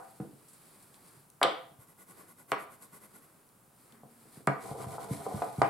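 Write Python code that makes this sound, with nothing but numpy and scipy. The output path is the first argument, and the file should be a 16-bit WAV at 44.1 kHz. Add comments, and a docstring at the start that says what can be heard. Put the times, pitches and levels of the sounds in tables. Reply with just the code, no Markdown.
"""In a small room, two people draw with wax crayons on paper lying on a table.
One shades lightly back and forth; the other knocks crayons on the table, then drags a fistful over the sheet.
Stick-slip of wax on the paper's tooth is made from trains of tiny impulses, coloured as hiss.
Blows and judder excite the modes of the table top, and hands and sleeves brush softly.
Beneath lie the quiet air of the room and a brief, faint hum."""
import sys
import numpy as np
from scipy import signal
from scipy.fft import rfft, irfft, next_fast_len
from scipy.io import wavfile

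SR = 44100
rng = np.random.default_rng(int(sys.argv[2]) if len(sys.argv) > 2 else 0)


def persist_wave(psi):
    """Save psi, clipped to +-1, as 16-bit WAV."""
    counts = np.round(np.clip(psi, -1, 1) * 32767).astype(np.int16)
    wavfile.write(sys.argv[1], SR, np.atleast_2d(counts).T)


N = 250929
TIME = np.arange(N) / SR   # whole scene [s]
BLOW = TIME[:SR // 2]   # time after one blow [s]


def from_db(db):
    """Level is logarithmic: 20 dB is a factor of ten in amplitude."""
    return 10 ** (np.asarray(db) / 20)


def rms_one(x):
    """Effective value: scale a signal to unit root mean square."""
    return x / np.sqrt(np.mean(x ** 2) + 1e-20)


def at_hz(points, hz, axis=1):
    """Logarithmic pitch: interpolate a column of a table on a log-frequency axis."""
    points = np.array(points)
    return np.interp(np.log(hz + 0.00079), np.log(points[:, 0]), points[:, axis])


def cut(x, hz, kind, order=2):
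    """Maximally flat (Butterworth) low- or high-pass."""
    corner_hz = min(hz, SR / 2 - 2000)
    return signal.sosfilt(signal.butter(order, corner_hz, kind, fs=SR, output="sos"), x)


def resonate(x, hz, width_hz):
    """Damped resonance: a pole pair whose bandwidth sets its decay, with gain 1 on top."""
    r = np.exp(-np.pi * width_hz / SR)
    zeros = np.array([1, 0, -1]) * (1 - r * r) / 2
    poles = [1, -2 * r * np.cos(2 * np.pi * hz / SR), r * r]
    return signal.lfilter(zeros, poles, x + 1e-18)


def disperse(x, hz, width_hz):
    """Dispersion of bending waves: an allpass delays the band around hz most."""
    return x - 2 * resonate(x, hz, width_hz)


def colour(x, spectrum):
    """Spectral shaping: weight a noise by frequency and bring it to rms 1."""
    size = next_fast_len(x.shape[-1])
    hz = np.arange(size // 2 + 1) * SR / size
    shaped = irfft(rfft(x, size) * from_db(at_hz(spectrum, hz)), size)
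    return rms_one(shaped[..., :x.shape[-1]])


def stereo(pair):
    """Spatial coherence: two unrelated signals become left and right, alike in the bass, apart in the treble."""
    # (frequency [Hz], left-right correlation [-1 to 1])
    likeness = [(120, 0.88), (300, 0.65), (600, 0.62), (1500, 0.45), (5000, 0.71), (9000, 0.35),
                (12000, 0.12)]
    size = next_fast_len(pair.shape[-1])
    alike = np.clip(at_hz(likeness, np.arange(size // 2 + 1) * SR / size), -1, 1)
    weighted = rfft(pair, size) * np.sqrt([1 + alike, 1 - alike])
    mid, side = irfft(weighted, size)[:, :pair.shape[-1]]
    return np.array([mid + side, mid - side])


def add(out, s, sound):
    """Superposition: mix a stereo sound in at time s."""
    at = round(s * SR)
    lo, hi = max(at, 0), min(at + sound.shape[-1], N)
    out[:, lo:hi] += sound[:, lo - at:hi - at]


def arch(middle_s, length_s, shape):
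    """Speed of a movement from rest to rest: a half cosine, flatter on top for a low shape."""
    phase = np.clip((TIME - middle_s) / length_s, -.5, .5)
    return np.maximum(1e-12, np.cos(np.pi * phase)) ** shape


def slips(per_s, spread_db, clump_db, clump_rate=45):
    """Stick-slip friction: two random trains of tiny releases, in clumps as the grip changes."""
    sizes = from_db(spread_db * np.minimum(rng.exponential(1, (2, N)), 5))
    grip_db = clump_db * np.interp(TIME * clump_rate, np.arange(N), rng.standard_normal(N))
    signs = rng.choice([-1, 1], (2, N))
    released = rng.random((2, N)) < per_s / SR
    return rms_one(from_db(grip_db) * sizes * signs * released)


def table(force):
    """Modal superposition: one force drives all modes of the table top together."""
    # modes of the table top: (frequency [Hz], bandwidth [Hz], level [dB])
    mode_table = [(139.5, 21, 8), (199.5, 14, 3.5), (303.7, 68, -0.5), (419, 56, -3), (454.7, 30, -2.5),
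                  (504, 37, 1), (567.7, 33, -4), (680, 50, 4), (739, 14, 0), (769, 48, 2), (848, 13, -4.5),
                  (979, 79, -0.5), (1096, 11, -1.5), (1193, 49, -1), (1307, 99, -9), (1435, 25, -2),
                  (1471, 17, -2.5), (1900, 130, -11), (2250, 280, -7.5), (2500, 9.7, -9), (2795, 61, -7),
                  (3170, 470, 0.5), (3622, 40, -28.5), (4260, 250, -15.5)]
    return sum(from_db(db) * resonate(force, hz, width) for hz, width, db in mode_table)


def contact(scatter_db, scatter_t60):
    """Impulse and reflection: one push, then bending waves scattered back from the table's edges."""
    decay = from_db(-60 * BLOW / scatter_t60)
    waves = rms_one(rng.standard_normal((2, len(BLOW))) * decay * (BLOW > .003))
    force = from_db(scatter_db) * waves / np.sqrt(len(BLOW))
    force[0, 0] += 1
    return stereo(force)


def at_level(sound, db, span_s):
    """Energy of a transient: scale a blow to the energy of db held for span_s."""
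    return from_db(db) * rms_one(sound) * np.sqrt(span_s / BLOW[-1])


def room_echo():
    """Diffuse reverberation: noise builds up after the direct sound and dies band by band."""
    # reverberation: (frequency [Hz], level [dB], 60 dB decay time [s])
    echo_table = [(120, -22, 0.12), (292, -0.5, 0.38), (694, -4, 0.5), (1500, -2, 0.4), (3334, -4, 0.44),
                  (6030, -7.5, 0.33), (12000, -20.5, .22)]
    edges, out = np.geomspace(60, 16000, 13), 0
    build_up = 1 - np.exp(-(BLOW / 0.0016) ** 2)
    for low, high in zip(edges, edges[1:]):
        hz = np.sqrt(low * high)
        band_pass = signal.butter(2, [low, high], "band", fs=SR, output="sos")
        band = signal.sosfilt(band_pass, stereo(rng.standard_normal((2, len(BLOW)))))
        tail = band * from_db(-60 * BLOW / at_hz(echo_table, hz, axis=2)) * build_up
        bandwidth_gain = np.sqrt(2 * (high - low) / SR / len(BLOW))
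        out = out + from_db(at_hz(echo_table, hz)) * rms_one(tail) * bandwidth_gain
    return out


def in_room(sound, wet_db=0):
    """Convolution with the room response: direct sound plus its reverberation."""
    echo = signal.fftconvolve(sound, room_echo(), axes=-1)[:, :sound.shape[-1]]
    return sound + from_db(wet_db) * echo


def crack(db, low_hz, high_hz, t60):
    """Exponential decay: a bright burst of noise that dies away."""
    # burst spectrum: (frequency [Hz], level [dB])
    click_spectrum = [(1500, 15.5), (3300, 1), (4500, 0), (6000, -11.5), (8000, -1), (10000, -0.5),
                      (12500, -10), (16000, -19)]
    noise = colour(rng.standard_normal((2, len(BLOW))), click_spectrum)
    burst = stereo(noise) * from_db(-60 * BLOW / t60)
    burst = cut(cut(burst, low_hz, "high", order=3), high_hz, "low", order=4)
    return at_level(burst, db, 0.0068)


def air():
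    """Stationary background noise: the quiet air of the room."""
    # air spectrum: (frequency [Hz], level [dB])
    air_spectrum = [(25, -18), (70, -16.5), (130, -1), (230, -6), (500, -11.5), (1300, -12.5), (1800, -21),
                    (3300, -26.5), (6200, -26.5), (9500, -17.5), (12000, -18.5), (16000, -24.5)]
    return from_db(-63) * colour(stereo(rng.standard_normal((2, N))), air_spectrum)


def hum():
    """Narrow-band noise: two equal resonances in a row make a faint hum that comes and goes."""
    hz, width_hz = 232, 14   # width of each resonance
    level = from_db(-67) * arch(middle_s=4.07, length_s=0.91, shape=0.85)
    tone = resonate(rng.standard_normal(N), hz, width_hz)
    return level * rms_one(resonate(tone, hz, width_hz))


def brushing():
    """Sliding friction of skin and cloth: level follows speed, as a hiss of paper and a murmur of the table."""
    # slides of hand and sleeve: (middle [s], length [s], paper hiss [dB], table murmur [dB])
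    slides = [(0.073, 0.84, -64, -68), (0.694, 0.68, -62, -65), (1.1, 0.4, -63.5, -64),
              (2.196, 0.2, -62.5, -58.5), (3.104, 0.92, -69, -66.5), (3.85, .26, -65.5, -69),
              (3.963, 0.15, -84, -62.5), (4.271, 0.46, -64, -65), (4.374, 0.11, -63, -67)]
    # hiss spectrum: (frequency [Hz], level [dB])
    paper_spectrum = [(1200, -39), (2300, -6.5), (3000, -9.5), (4700, -5), (6100, -13), (8400, 0),
                      (11000, -0.5), (14000, -9), (16000, -28)]
    # murmur spectrum: (frequency [Hz], level [dB])
    murmur_spectrum = [(40, -31), (80, -14.5), (200, -4), (380, -5.5), (600, -13), (1050, -9.5),
                       (2300, -17.5), (3500, -46)]
    hiss, murmur = 0, 0
    for s, length, hiss_db, murmur_db in slides:
        speed = arch(s, length, shape=0.87)
        hiss = hiss + from_db(hiss_db) * speed
        murmur = murmur + from_db(murmur_db) * speed
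    paper = colour(stereo(slips(per_s=11000, spread_db=3, clump_db=1.2)), paper_spectrum)
    rub = colour(stereo(slips(per_s=2800, spread_db=-4.5, clump_db=0.9)), murmur_spectrum)
    return hiss * paper + murmur * rub


def shading():
    """Friction-driven resonance: slips of the tip hiss in each stroke and set crayon and sheet ringing."""
    # back-and-forth strokes: (middle [s], level [dB])
    strokes = [(1.821, -58), (1.901, -60), (2.011, -54), (2.1, -53.5), (2.2, -55), (2.305, -56),
               (2.402, -55.5), (2.515, -52), (2.616, -52), (2.733, -55.5), (2.838, -54), (2.956, -52),
               (3.038, -53.5), (3.164, -54), (3.24, -60.5)]
    # friction spectrum: (frequency [Hz], level [dB])
    friction_spectrum = [(60, -26), (150, 8), (400, 3.5), (850, -5.5), (1400, -12.5), (3000, -14.5),
                         (6200, -13.5), (8500, -2.5), (11000, -7), (13500, -9), (16000, -20.5)]
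    # narrow resonances of crayon and sheet under the tip: (frequency [Hz], bandwidth [Hz], level [dB])
    tip_modes = [(1119, 81, 17), (1443, 47, 19), (2000, 84, 14.5), (11310, 300, 12.5)]
    speed = sum(from_db(db) * arch(s, length_s=0.085, shape=1.24) for s, db in strokes)
    grains = slips(per_s=12000, spread_db=2.8, clump_db=1.2)
    friction = colour(stereo(grains), friction_spectrum)
    rings = sum(from_db(db) * resonate(friction, hz, width) for hz, width, db in tip_modes)
    return speed * rms_one(friction + rings)


def ticks():
    """Transients of stiff and limp bodies: wax clicks for milliseconds; the sheet rustles a little longer."""
    # dry clicks of wax: (time [s], level [dB], lowest frequency [Hz])
    click_table = [(0.201, -59.5, 1000), (.943, -60, 4000), (1.301, -57.5, 6900), (1.4138, -48.5, 2500),
                   (1.4307, -26, 2290), (2.518, -39.5, 3000), (3.49, -67, 5100), (3.923, -61, 3000),
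                   (4.4719, -38.5, 4950), (5.01, -57, 5230), (5.421, -44.5, 1480), (5.618, -30.5, 1340)]
    # short rustles of the sheet: (time [s], level [dB])
    rustle_table = [(.484, -53.5), (.533, -53.5), (.825, -56), (1.075, -60), (2.822, -49)]
    out = np.zeros((2, N))
    for s, db, low_hz in click_table:
        add(out, s, crack(db, low_hz, high_hz=5.54 * low_hz, t60=0.015))
    for s, db in rustle_table:
        add(out, s, crack(db, low_hz=7070, high_hz=13400, t60=0.14))
    return in_room(out, wet_db=2.0)


def bumps():
    """Soft contact: yielding flesh moves only the lowest modes."""
    # bumps of hands and fist: (time [s], level [dB], centre frequency [Hz])
    bump_table = [(.2, -40, 216), (0.33, -58, 230), (1.164, -63, 150), (1.713, -64, 152),
                  (1.783, -59.5, 92), (4.254, -63, 251), (4.371, -54, 210), (4.405, -61, 285),
                  (4.708, -45.5, 115), (4.863, -42.5, 103), (5.108, -35, 140), (5.34, -38, 114),
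                  (5.581, -36.5, 122)]
    spread = 1.7   # a bump reaches this factor below and above its centre
    out = np.zeros((2, N))
    for s, db, hz in bump_table:
        force = contact(scatter_db=-6.5, scatter_t60=0.31)
        sound = table(force) + from_db(1.5) * resonate(force, 135, 110)
        sound = cut(sound, hz / spread, "high", order=4)
        sound = cut(sound, hz * spread, "low", order=3)
        add(out, s, in_room(at_level(disperse(sound, 150, 230), db, 0.056)))
    return out


def knocks():
    """Contact hardness: a short push at the spot, then ringing modes; harder contacts reach higher."""
    # crayons on the table: (time [s], level [dB], lowest frequency [Hz],
    # highest frequency set by contact hardness [Hz], frequency favoured at that spot [Hz])
    knock_table = [(-.07, -31.5, 345, 1900, 748), (.203, -52, 550, 1930, 775),
                   (1.415, -25.5, 420, 2000, 670), (1.4291, -24.5, 400, 4200, 1180),
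                   (1.437, -24.5, 450, 1700, 1220), (1.446, -26, 300, 1000, 527),
                   (2.519, -26.5, 273, 2640, 1175), (4.033, -50.5, 80, 1146, 150),
                   (4.4742, -21.5, 125, 2250, 186), (4.712, -39.5, 152, 990, 700),
                   (4.749, -41, 250, 930, 493), (4.9813, -39, 397, 1400, 810),
                   (5.2639, -34.5, 222, 1130, 490), (5.311, -40, 347, 1070, 725),
                   (5.4186, -28, 410, 1240, 735), (5.6161, -19, 215, 1424, 765),
                   (5.644, -39, 180, 2620, 1070)]
    out = np.zeros((2, N))
    for s, db, low_hz, high_hz, spot_hz in knock_table:
        push_hz = 0.44 * high_hz
        force = contact(scatter_db=-3.5, scatter_t60=0.11)
        modes = table(force)
        modes = modes + from_db(3) * resonate(modes, spot_hz, 140)
        sound = modes + from_db(-6.5) * resonate(force, push_hz, push_hz / 2)
        sound = cut(cut(sound, low_hz, "high"), high_hz, "low", order=10)
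        add(out, s, in_room(at_level(disperse(sound, 450, 280), db, 0.018)))
    return out


def fistful():
    """Stick-slip under load: many tips scrape, some snag, and their coarser judder shakes the table."""
    # pulls of the fistful: (middle [s], length [s], level at full pressure [dB])
    pulls = [(4.662, 0.19, -50), (4.81, 0.13, -52), (4.927, 0.12, -51), (5.031, 0.097, -52),
             (5.17, 0.21, -51), (5.348, 0.21, -52), (5.483, 0.14, -55.5), (5.614, 0.18, -54.5)]
    # scrape spectrum: (frequency [Hz], level [dB])
    scrape_spectrum = [(1060, -34), (1800, -3.5), (2240, 0), (2640, -11), (4170, -5), (5910, -9),
                       (7030, -6.5), (8130, -0.5), (10800, -1), (14200, -10.5), (16000, -47)]
    lean_s, lean_db_per_s = 4.694, 74   # the fist bears down harder until this time, at this rate
    snag_db, judder_db = -16, 8.5   # snags against the grains; judder against the hiss at full pressure
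    pressure = from_db(lean_db_per_s * np.minimum(TIME - lean_s, 0))
    speed = sum(from_db(db) * arch(s, length, shape=0.56) for s, length, db in pulls)

    grains = slips(per_s=9000, spread_db=3.2, clump_db=1.5)
    snags = slips(per_s=70, spread_db=3, clump_db=5)   # tips that catch in the paper
    hiss = colour(stereo(grains + from_db(snag_db) * snags), scrape_spectrum)

    shake = table(stereo(slips(per_s=1100, spread_db=2.0, clump_db=3.5)))
    shake = shake + from_db(-25) * resonate(shake, 900, 300)   # this spot favours the middle modes
    shake = cut(cut(shake, 1150, "low", order=3), 63, "high")
    judder = from_db(judder_db) * rms_one(in_room(shake))
    return pressure * speed * (hiss + pressure * judder)   # judder grows faster with pressure than hiss


def scene():
    """Superposition of all sources over the quiet air of the room."""
    background = air() + hum()
    drawing = brushing() + shading() + fistful()
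    return background + drawing + ticks() + bumps() + knocks()


def record(dry):
    """Band limiting: a steep elliptic low-pass removes the top."""
    low_pass = signal.ellip(10, .1, 80, 15800, fs=SR, output="sos")   # ripple, stopband [dB]; corner [Hz]
    return signal.sosfilt(low_pass, dry)


dry = scene()
out = record(dry)
persist_wave(out)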